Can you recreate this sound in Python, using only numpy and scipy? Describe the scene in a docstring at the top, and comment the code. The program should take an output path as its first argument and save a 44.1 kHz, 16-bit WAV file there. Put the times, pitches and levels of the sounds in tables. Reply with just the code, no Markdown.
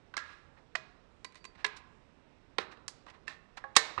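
"""A small, hard, quiet workshop, with thin sheet metal close to the microphone; right channel only.
The sheet is picked up and flexed: it buckles with sharp snaps, sings on, and its edges rub.
From 1.2 s scissors are lifted off the bench with light taps, and the sheet snaps again.
From 2.6 s the blades bite a few times; the strained sheet pops, and at 3.8 s they clack shut and ring.
One last buckle follows and dies away in the room."""
import sys
import numpy as np
from scipy import signal
from scipy.io import wavfile

SR = 44100
rng = np.random.default_rng(int(sys.argv[2]) if len(sys.argv) > 2 else 0)


def to_wav(s):
    """Save 16-bit WAV."""
    ch = np.atleast_2d(s).T  # columns
    pcm = np.round(np.clip(ch, -1, 1) * 32767)  # PCM
    wavfile.write(sys.argv[1], SR, pcm.astype(np.int16))


N = 176400
T = np.arange(SR // 2) / SR  # time axis of one short sound
HIT_S = .02  # a hit's level is that of its energy spread over this time
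EDGES_HZ = 22 * 2 ** np.arange(0, 9.6, .5)
BANDS = [(np.sqrt(lo * hi), signal.butter(2, [lo, hi], "band", fs=SR, output="sos"))
         for lo, hi in zip(EDGES_HZ, EDGES_HZ[1:])]


def from_db(db):
    """Decibels to gain."""
    return 10 ** (np.asarray(db) / 20)


def unit_hit(x):
    """Give a short sound the energy of rms 1 lasting HIT_S."""
    return x / np.sqrt(np.sum(x ** 2) / (HIT_S * SR) + 1e-20)


def fade(t, t60):
    """Hold at 1 until t = 0, then fall 60 dB every t60 seconds."""
    return np.exp(-np.log(1000) * np.maximum(t, 0) / max(t60, 1e-3))


def at_hz(points, hz, column=1):
    """Read one column of a table on a log-frequency axis."""
    points = np.array(points)
    return np.interp(np.log(hz), np.log(points[:, 0]), points[:, column])


def add(out, start_s, x):
    """Mix x into out from start_s."""
    i = int(start_s * SR)
    out[i:i + len(x)] += x[:len(out) - i]


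# Room tone of the workshop: pitch_hz, relative_density_db
AIR_SPECTRUM = [(25, -1.5), (60, -1.5), (120, -3.5), (200, -5.5), (400, -8.5), (700, -13), (1200, -16.5),
                (2500, -22.5), (5000, -32.5), (8500, -45), (11000, -85), (15000, -54)]

def air(level_db=-59, waver_db=1):
    """Still air all around the microphone: faint, dull noise that wavers a little in each band."""
    white, out = rng.standard_normal((2, N + SR)), 0
    for k, (hz, sos) in enumerate(BANDS):
        waver = np.interp(np.linspace(0, 1, N), np.linspace(0, 1, 40), rng.standard_normal(40))
        band = signal.sosfilt(sos, white[k % 2])[SR:]
        out = out + from_db(at_hz(AIR_SPECTRUM, hz) + waver_db * waver) * band
    return from_db(level_db) * out / out.std()


# The five octaves that colour a crack or a rub: centre_hz
OCTAVES_HZ = [420, 1000, 2000, 4000, 7500]
SHEET_TOP_HZ, BLADE_TOP_HZ = 6940, 8630  # the treble falls away above these

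def coloured(drives, colour_db, top_hz=BLADE_TOP_HZ):
    """Deal two excitations to alternate half-octave bands, each as strong as the octave levels say."""
    out = 0
    for k, (hz, sos) in enumerate(BANDS):
        if hz > 100:
            db = at_hz(list(zip(OCTAVES_HZ, colour_db)), hz)
            db -= 50 * max(np.log2(hz / top_hz), 0)  # treble slope, dB per octave
            db -= 13.5 * max(np.log2(380 / hz), 0)  # bass slope
            band = unit_hit(signal.sosfilt(sos, drives[k % 2] + 1e-18))
            out = out + from_db(db) * band / np.sqrt(2)
    return out


def crack(hold_s, colour_db, top_hz=BLADE_TOP_HZ):
    """A rush of tiny slips that dies at once; the longer it holds, the softer it starts."""
    t = T[:len(T) // 8]
    attack = 1 - np.exp(-t / (.013 * hold_s))
    slips = rng.standard_normal((2, len(t))) * attack * fade(t - hold_s, t60=.024)
    return np.pad(coloured(slips, colour_db, top_hz), (0, len(T) - len(t)))


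def ring(modes, rise_s=.00038):
    """Struck metal rings as decaying sines, from rows of pitch_hz, relative_db, t60_s."""
    tones = sum(from_db(db) * fade(T, t60) * np.sin(2 * np.pi * (hz * T + rng.random()))
                for hz, db, t60 in modes)
    return unit_hit(tones * (1 - np.exp(-T / rise_s)))


def note(hz, db, t60):
    """One mode ringing alone."""
    return from_db(db) * ring([(hz, 0, t60)])


def snaps(rows, top_hz, ring_t60_s=.034):
    """Each snap cracks and rings at two pitches set by the sheet's bend; gives direct sound, room feed."""
    direct, feed = np.zeros((2, N))
    click = np.outer([1, -1], T == 0)
    for start_s, hold_s, *colour_db, low_hz, low_db, high_hz, high_db, room_db in rows:
        rings = note(low_hz, low_db, ring_t60_s) + note(high_hz, high_db, ring_t60_s)
        add(direct, start_s, crack(hold_s, colour_db, top_hz) + rings)
        # The room hears the crack from all sides, so it gets a smooth spectrum of the same colour.
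        smooth = coloured(click, colour_db, top_hz)
        add(feed, start_s + hold_s / 2, from_db(room_db) * (smooth + from_db(-2) * rings))
    return np.array([direct, feed])


# The sheet buckling close to the microphone:
# start_s, hold_s, crack_db in each of the five octaves, low_hz, low_db, high_hz, high_db, room_db
SHEET_BUCKLES = [ (.1392, 0.0018, -82, -45, -53, -51, -99, 1300, -61, 1523, -45.5, -1),
                 (.1673, 0.0033, -51.5, -43, -66, -37.5, -43, 1180, -42, 2124, -39.5, -34),
                 (.1762, 0.0013, -72, -48, -41.5, -41.5, -49, 1390, -39, 1644, -35.5, 3.5),
                 (.7513, 0.00039, -72, -41.5, -27.5, -86, -72, 1517, -37, 2500, -51, -14),
                 (.7537, 0.00267, -60, -41.5, -37.5, -37, -45.5, 710, -38, 1943, -37.5, -3.5),
                 (1.6446, 0.0053, -53.5, -39, -28.5, -32, -47, 1029, -37, 1688, -30, -3.5),
                 (3.6398, 0.0042, -63, -46, -59, -64, -93, 660, -47.5, 1660, -42.5, -2),
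                 (3.978, 0.0091, -43.5, -40.5, -36, -51, -85, 1052, -35, 1234, -35.5, 0)]

def sheet_buckles():
    """The flexed sheet gives way in sudden snaps."""
    return snaps(SHEET_BUCKLES, SHEET_TOP_HZ)


# The hard walls a short way off: pitch_hz, t60_s, tail_db
ROOM_TAIL = [(280, 1, -1), (960, 1, -7.5), (1990, 0.63, -10), (4060, 0.58, -14), (7650, 0.33, -15),
             (14000, 0.27, -22)]

def workshop(x, first_echo_s=.0061, early_db=-12.5, early_t60_s=.088):
    """Quick reflections from bench and tools, then a diffuse tail that dies sooner in the treble."""
    t = np.arange(SR) / SR
    white, response = rng.standard_normal((2, SR)), 0
    opening = np.clip(t / first_echo_s - 1, 0, 1)
    early = opening * fade(t, early_t60_s)
    early *= from_db(early_db) / np.linalg.norm(early)
    for k, (hz, sos) in enumerate(BANDS):
        tail = opening * fade(t, at_hz(ROOM_TAIL, hz))
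        tail *= from_db(at_hz(ROOM_TAIL, hz, column=2)) / np.linalg.norm(tail)
        response = response + signal.sosfilt(sos, white[k % 2]) * np.hypot(early, tail)
    return signal.fftconvolve(x, response)[:N]


# Modes of the free sheet, which the blades would damp: pitch_hz, t60_s
FREE_MODES = [(640, 0.24), (1042, 0.58), (1658, 0.6), (1986, 0.11), (2480, 0.4)]
# Ringing after the bigger buckles: start_s, level_db of each mode
SHEET_SINGS = [(0.1761, -70, -66, -49, -72, -62), (.7537, -46.5, -68, -57, -51, -49.5),
               (1.6437, -65, -49, -47, -37.5, -58)]

def sheet_sing():
    """The free sheet's modes linger after a buckle, each as strong as that buckle struck it."""
    out = np.zeros(N)
    for start_s, *mode_db in SHEET_SINGS:
        for (hz, t60), db in zip(FREE_MODES, mode_db):
            add(out, start_s, note(hz, db, t60))
    return out


# Edges rubbing and crinkling at close range: start_s, length_s, level_db, tilt_db_per_octave about 2 kHz
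EDGE_RUBS = [(0.214, .2, -60.5, -0.5), (0.565, 0.035, -66, -5), (0.776, 0.0095, -61, -9),
             (1.353, 0.04, -65, 5.5), (1.548, 0.018, -61.5, -2), (1.572, 0.072, -60, -3),
             (1.762, 0.02, -56, 7.5), (2.588, 0.049, -47, -0.5), (2.711, 0.027, -54.5, -0.5),
             (2.77, 0.0087, -61.5, -4), (3.073, 0.031, -57, -2.5), (3.098, 0.011, -56, 3),
             (3.132, 0.037, -63, -4), (3.269, 0.074, -52, 0.5), (3.568, 0.017, -60, 8.5),
             (3.752, 0.014, -41.5, 4.5)]
RUB_COLOUR_DB = [-18, -2, 2, -3.5, -15.5]  # in the five octaves

def edge_rubs(grains_per_s=9900, spread_db=2):
    """Short runs of uneven grains as metal slides on metal; each swells, then peters out."""
    out, size = np.zeros(N), (2, len(T))
    octaves = np.log2(np.array(OCTAVES_HZ) / 2000)
    for start_s, length_s, db, tilt_db in EDGE_RUBS:
        swell = np.sqrt(np.sin(np.pi * np.minimum(T / length_s, .5)))
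        decay = fade(T - length_s / 2, t60=2.8 * length_s)
        slips = (rng.random(size) < grains_per_s / SR) * rng.choice([-1, 1], size)
        grains = slips * from_db(spread_db * rng.standard_normal(size))
        rub = coloured(grains * swell * decay, np.array(RUB_COLOUR_DB) + tilt_db * octaves)
        add(out, start_s, from_db(db) * np.sqrt(length_s / HIT_S) * rub)
    return out


# The scissors knocking as they leave the bench: start_s, level_db
LIFT_TAPS = [(1.2454, -52.5), (1.250, -61), (1.3224, -75), (1.3455, -72), (1.355, -65), (1.4424, -63),
             (1.4515, -57), (1.664, -53)]
TAP_COLOUR_DB = [-6, -5.5, 7.5, 2.5, 3.5]  # in the five octaves
# Modes of the knocked scissors: pitch_hz, relative_db, t60_s
TAP_MODES = [(1038, -4, .049), (1980, -8, .037), (2450, -4, .025), (4000, 3, .0063)]
# Faint tings from the blades: start_s, level_db
LIFT_TINGS = [(1.245, -56.5), (1.355, -67), (1.405, -68.5), (1.452, -56.5)]

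def scissors_lift():
    """The lifted scissors tap lightly, and one thin note of the blades rings on."""
    out = np.zeros(N)
    for start_s, db in LIFT_TAPS:
        add(out, start_s, from_db(db) * crack(hold_s=.00021, colour_db=TAP_COLOUR_DB))
        add(out, start_s, from_db(db + 7) * ring(TAP_MODES))
    for start_s, db in LIFT_TINGS:
        add(out, start_s, note(hz=4620, db=db, t60=.18))
    return out


# Low notes heard close up: start_s, pitch_hz, level_db, t60_s
LOW_THUMPS = [(1.647, 421.5, -44, 0.22), (2.584, 380, -44, 0.32), (2.585, 448, -37.5, 0.053),
              (3.766, 449.3, -38, 0.36), (3.979, 87, -44, 0.087)]

def thumps():
    """Low, short notes sound under the heavier snaps."""
    out = np.zeros(N)
    for start_s, hz, db, t60 in LOW_THUMPS:
        add(out, start_s, note(hz, db, t60))
    return out


# The blades biting close to the microphone:
# start_s, hold_s, crack_db in each of the five octaves, low_hz, low_db, high_hz, high_db, room_db
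BLADE_BITES = [ (2.583, 0.0023, -38.5, -32, -32, -30.5, -55, 1374, -34, 3780, -36.5, -6.5),
               (2.8799, 0.0017, -80, -46, -52, -41.5, -38, 1697, -54.5, 4640, -47, -3.5),
               (3.065, 0.00099, -63, -51.5, -61, -65, -77, 990, -59, 1130, -56.5, 2),
               (3.2788, 0.0031, -60.5, -48.5, -46.5, -48.5, -53.5, 1790, -39, 2654, -42.5, -2.5),
               (3.5718, 0.0085, -63, -44.5, -46.5, -51.5, -63, 770, -54.5, 1070, -66, -2),
               (3.764, 0.005, -37.5, -19, -21, -16, -16.5, 1124, -21, 3722, -22, -5.5)]

def blade_bites():
    """The sheet cracks at each bite of the blades, loudest at the last."""
    return snaps(BLADE_BITES, BLADE_TOP_HZ)


# Low modes of the strained sheet: pitch_hz, relative_db, t60_s
STRAINED_MODES = [(533, -6.5, 0.19), (737, 3, 0.05), (825, 0, 0.29), (1109, -0.5, 0.24), (1655, -9.5, 0.16)]

def sheet_pop(start_s=3.6405, level_db=-40.5):
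    """A soft buckle before the last cut also sets the strained sheet's lower modes ringing."""
    out = np.zeros(N)
    add(out, start_s, from_db(level_db) * ring(STRAINED_MODES))
    return out


# Modes of the closing blades: pitch_hz, relative_db, t60_s
CLACK_MODES = [(1037, -5, 0.24), (1137, -3, 0.15), (1224, -9, 0.15), (1570, -2.5, 0.17), (1793, 2, 0.21),
               (1897, 2, 0.11), (2202, 3.5, 0.12), (3970, -5, 0.2), (4360, -5.5, 0.19), (4650, 0.5, 0.11),
               (4990, -3, 0.08), (5110, -5, 0.055), (6583, -7.5, 0.1), (7218, -20, 0.134)]

def scissors_clack(level_db=-22.5):
    """The blades ring out when the last cut slams them shut."""
    out = np.zeros(N)
    add(out, BLADE_BITES[-1][0], from_db(level_db) * ring(CLACK_MODES))
    return out


# Peaks and dips in the metal's sound at the microphone: pitch_hz, q, gain_db
CLOSE_RESONANCES = [(682, 7.2, -4.5), (1120, 6, 2), (1410, 4.3, -2.5), (1790, 1.6, 2.5), (3300, 2.04, -2.5),
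                    (4080, 5.8, 4), (8940, 2.1, -2.5)]

def close_colour(x):
    """Resonances raise or lower a few bands of every close sound."""
    for hz, q, db in CLOSE_RESONANCES:
        angle, gain = 2 * np.pi * hz / SR, from_db(db / 2)
        width, centre = np.sin(angle) / (2 * q), -2 * np.cos(angle)
        x = signal.lfilter([1 + width * gain, centre, 1 - width * gain],
                           [1 + width / gain, centre, 1 - width / gain], x)
    return x


def scene():
    """Sheet and scissors up close, the workshop behind them, on the right channel alone."""
    direct, feed = sheet_buckles() + blade_bites()
    handling = scissors_lift() + scissors_clack() + sheet_pop() + edge_rubs()
    close = direct + handling + sheet_sing() + thumps()
    room = workshop(feed + from_db(-5) * handling)
    return np.array([np.zeros(N), close_colour(close + room) + air()])


def record(dry, ceiling=.65, edge_hz=10050, sparkle_db=-13.5, cutoff_hz=15800):
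    """The highest peaks are rounded, the top octave dulls to a faint sparkle, a steep cut ends the band."""
    rounded = dry / (1 + (dry / ceiling) ** 6) ** (1 / 6)
    dull = signal.sosfilt(signal.butter(12, edge_hz, fs=SR, output="sos"), rounded)
    sparkle = signal.sosfilt(signal.butter(6, edge_hz, "high", fs=SR, output="sos"), rounded)
    steep_cut = signal.ellip(10, .2, 80, cutoff_hz, fs=SR, output="sos")
    return signal.sosfilt(steep_cut, dull + from_db(sparkle_db) * sparkle)


dry = scene()
out = record(dry)
to_wav(out)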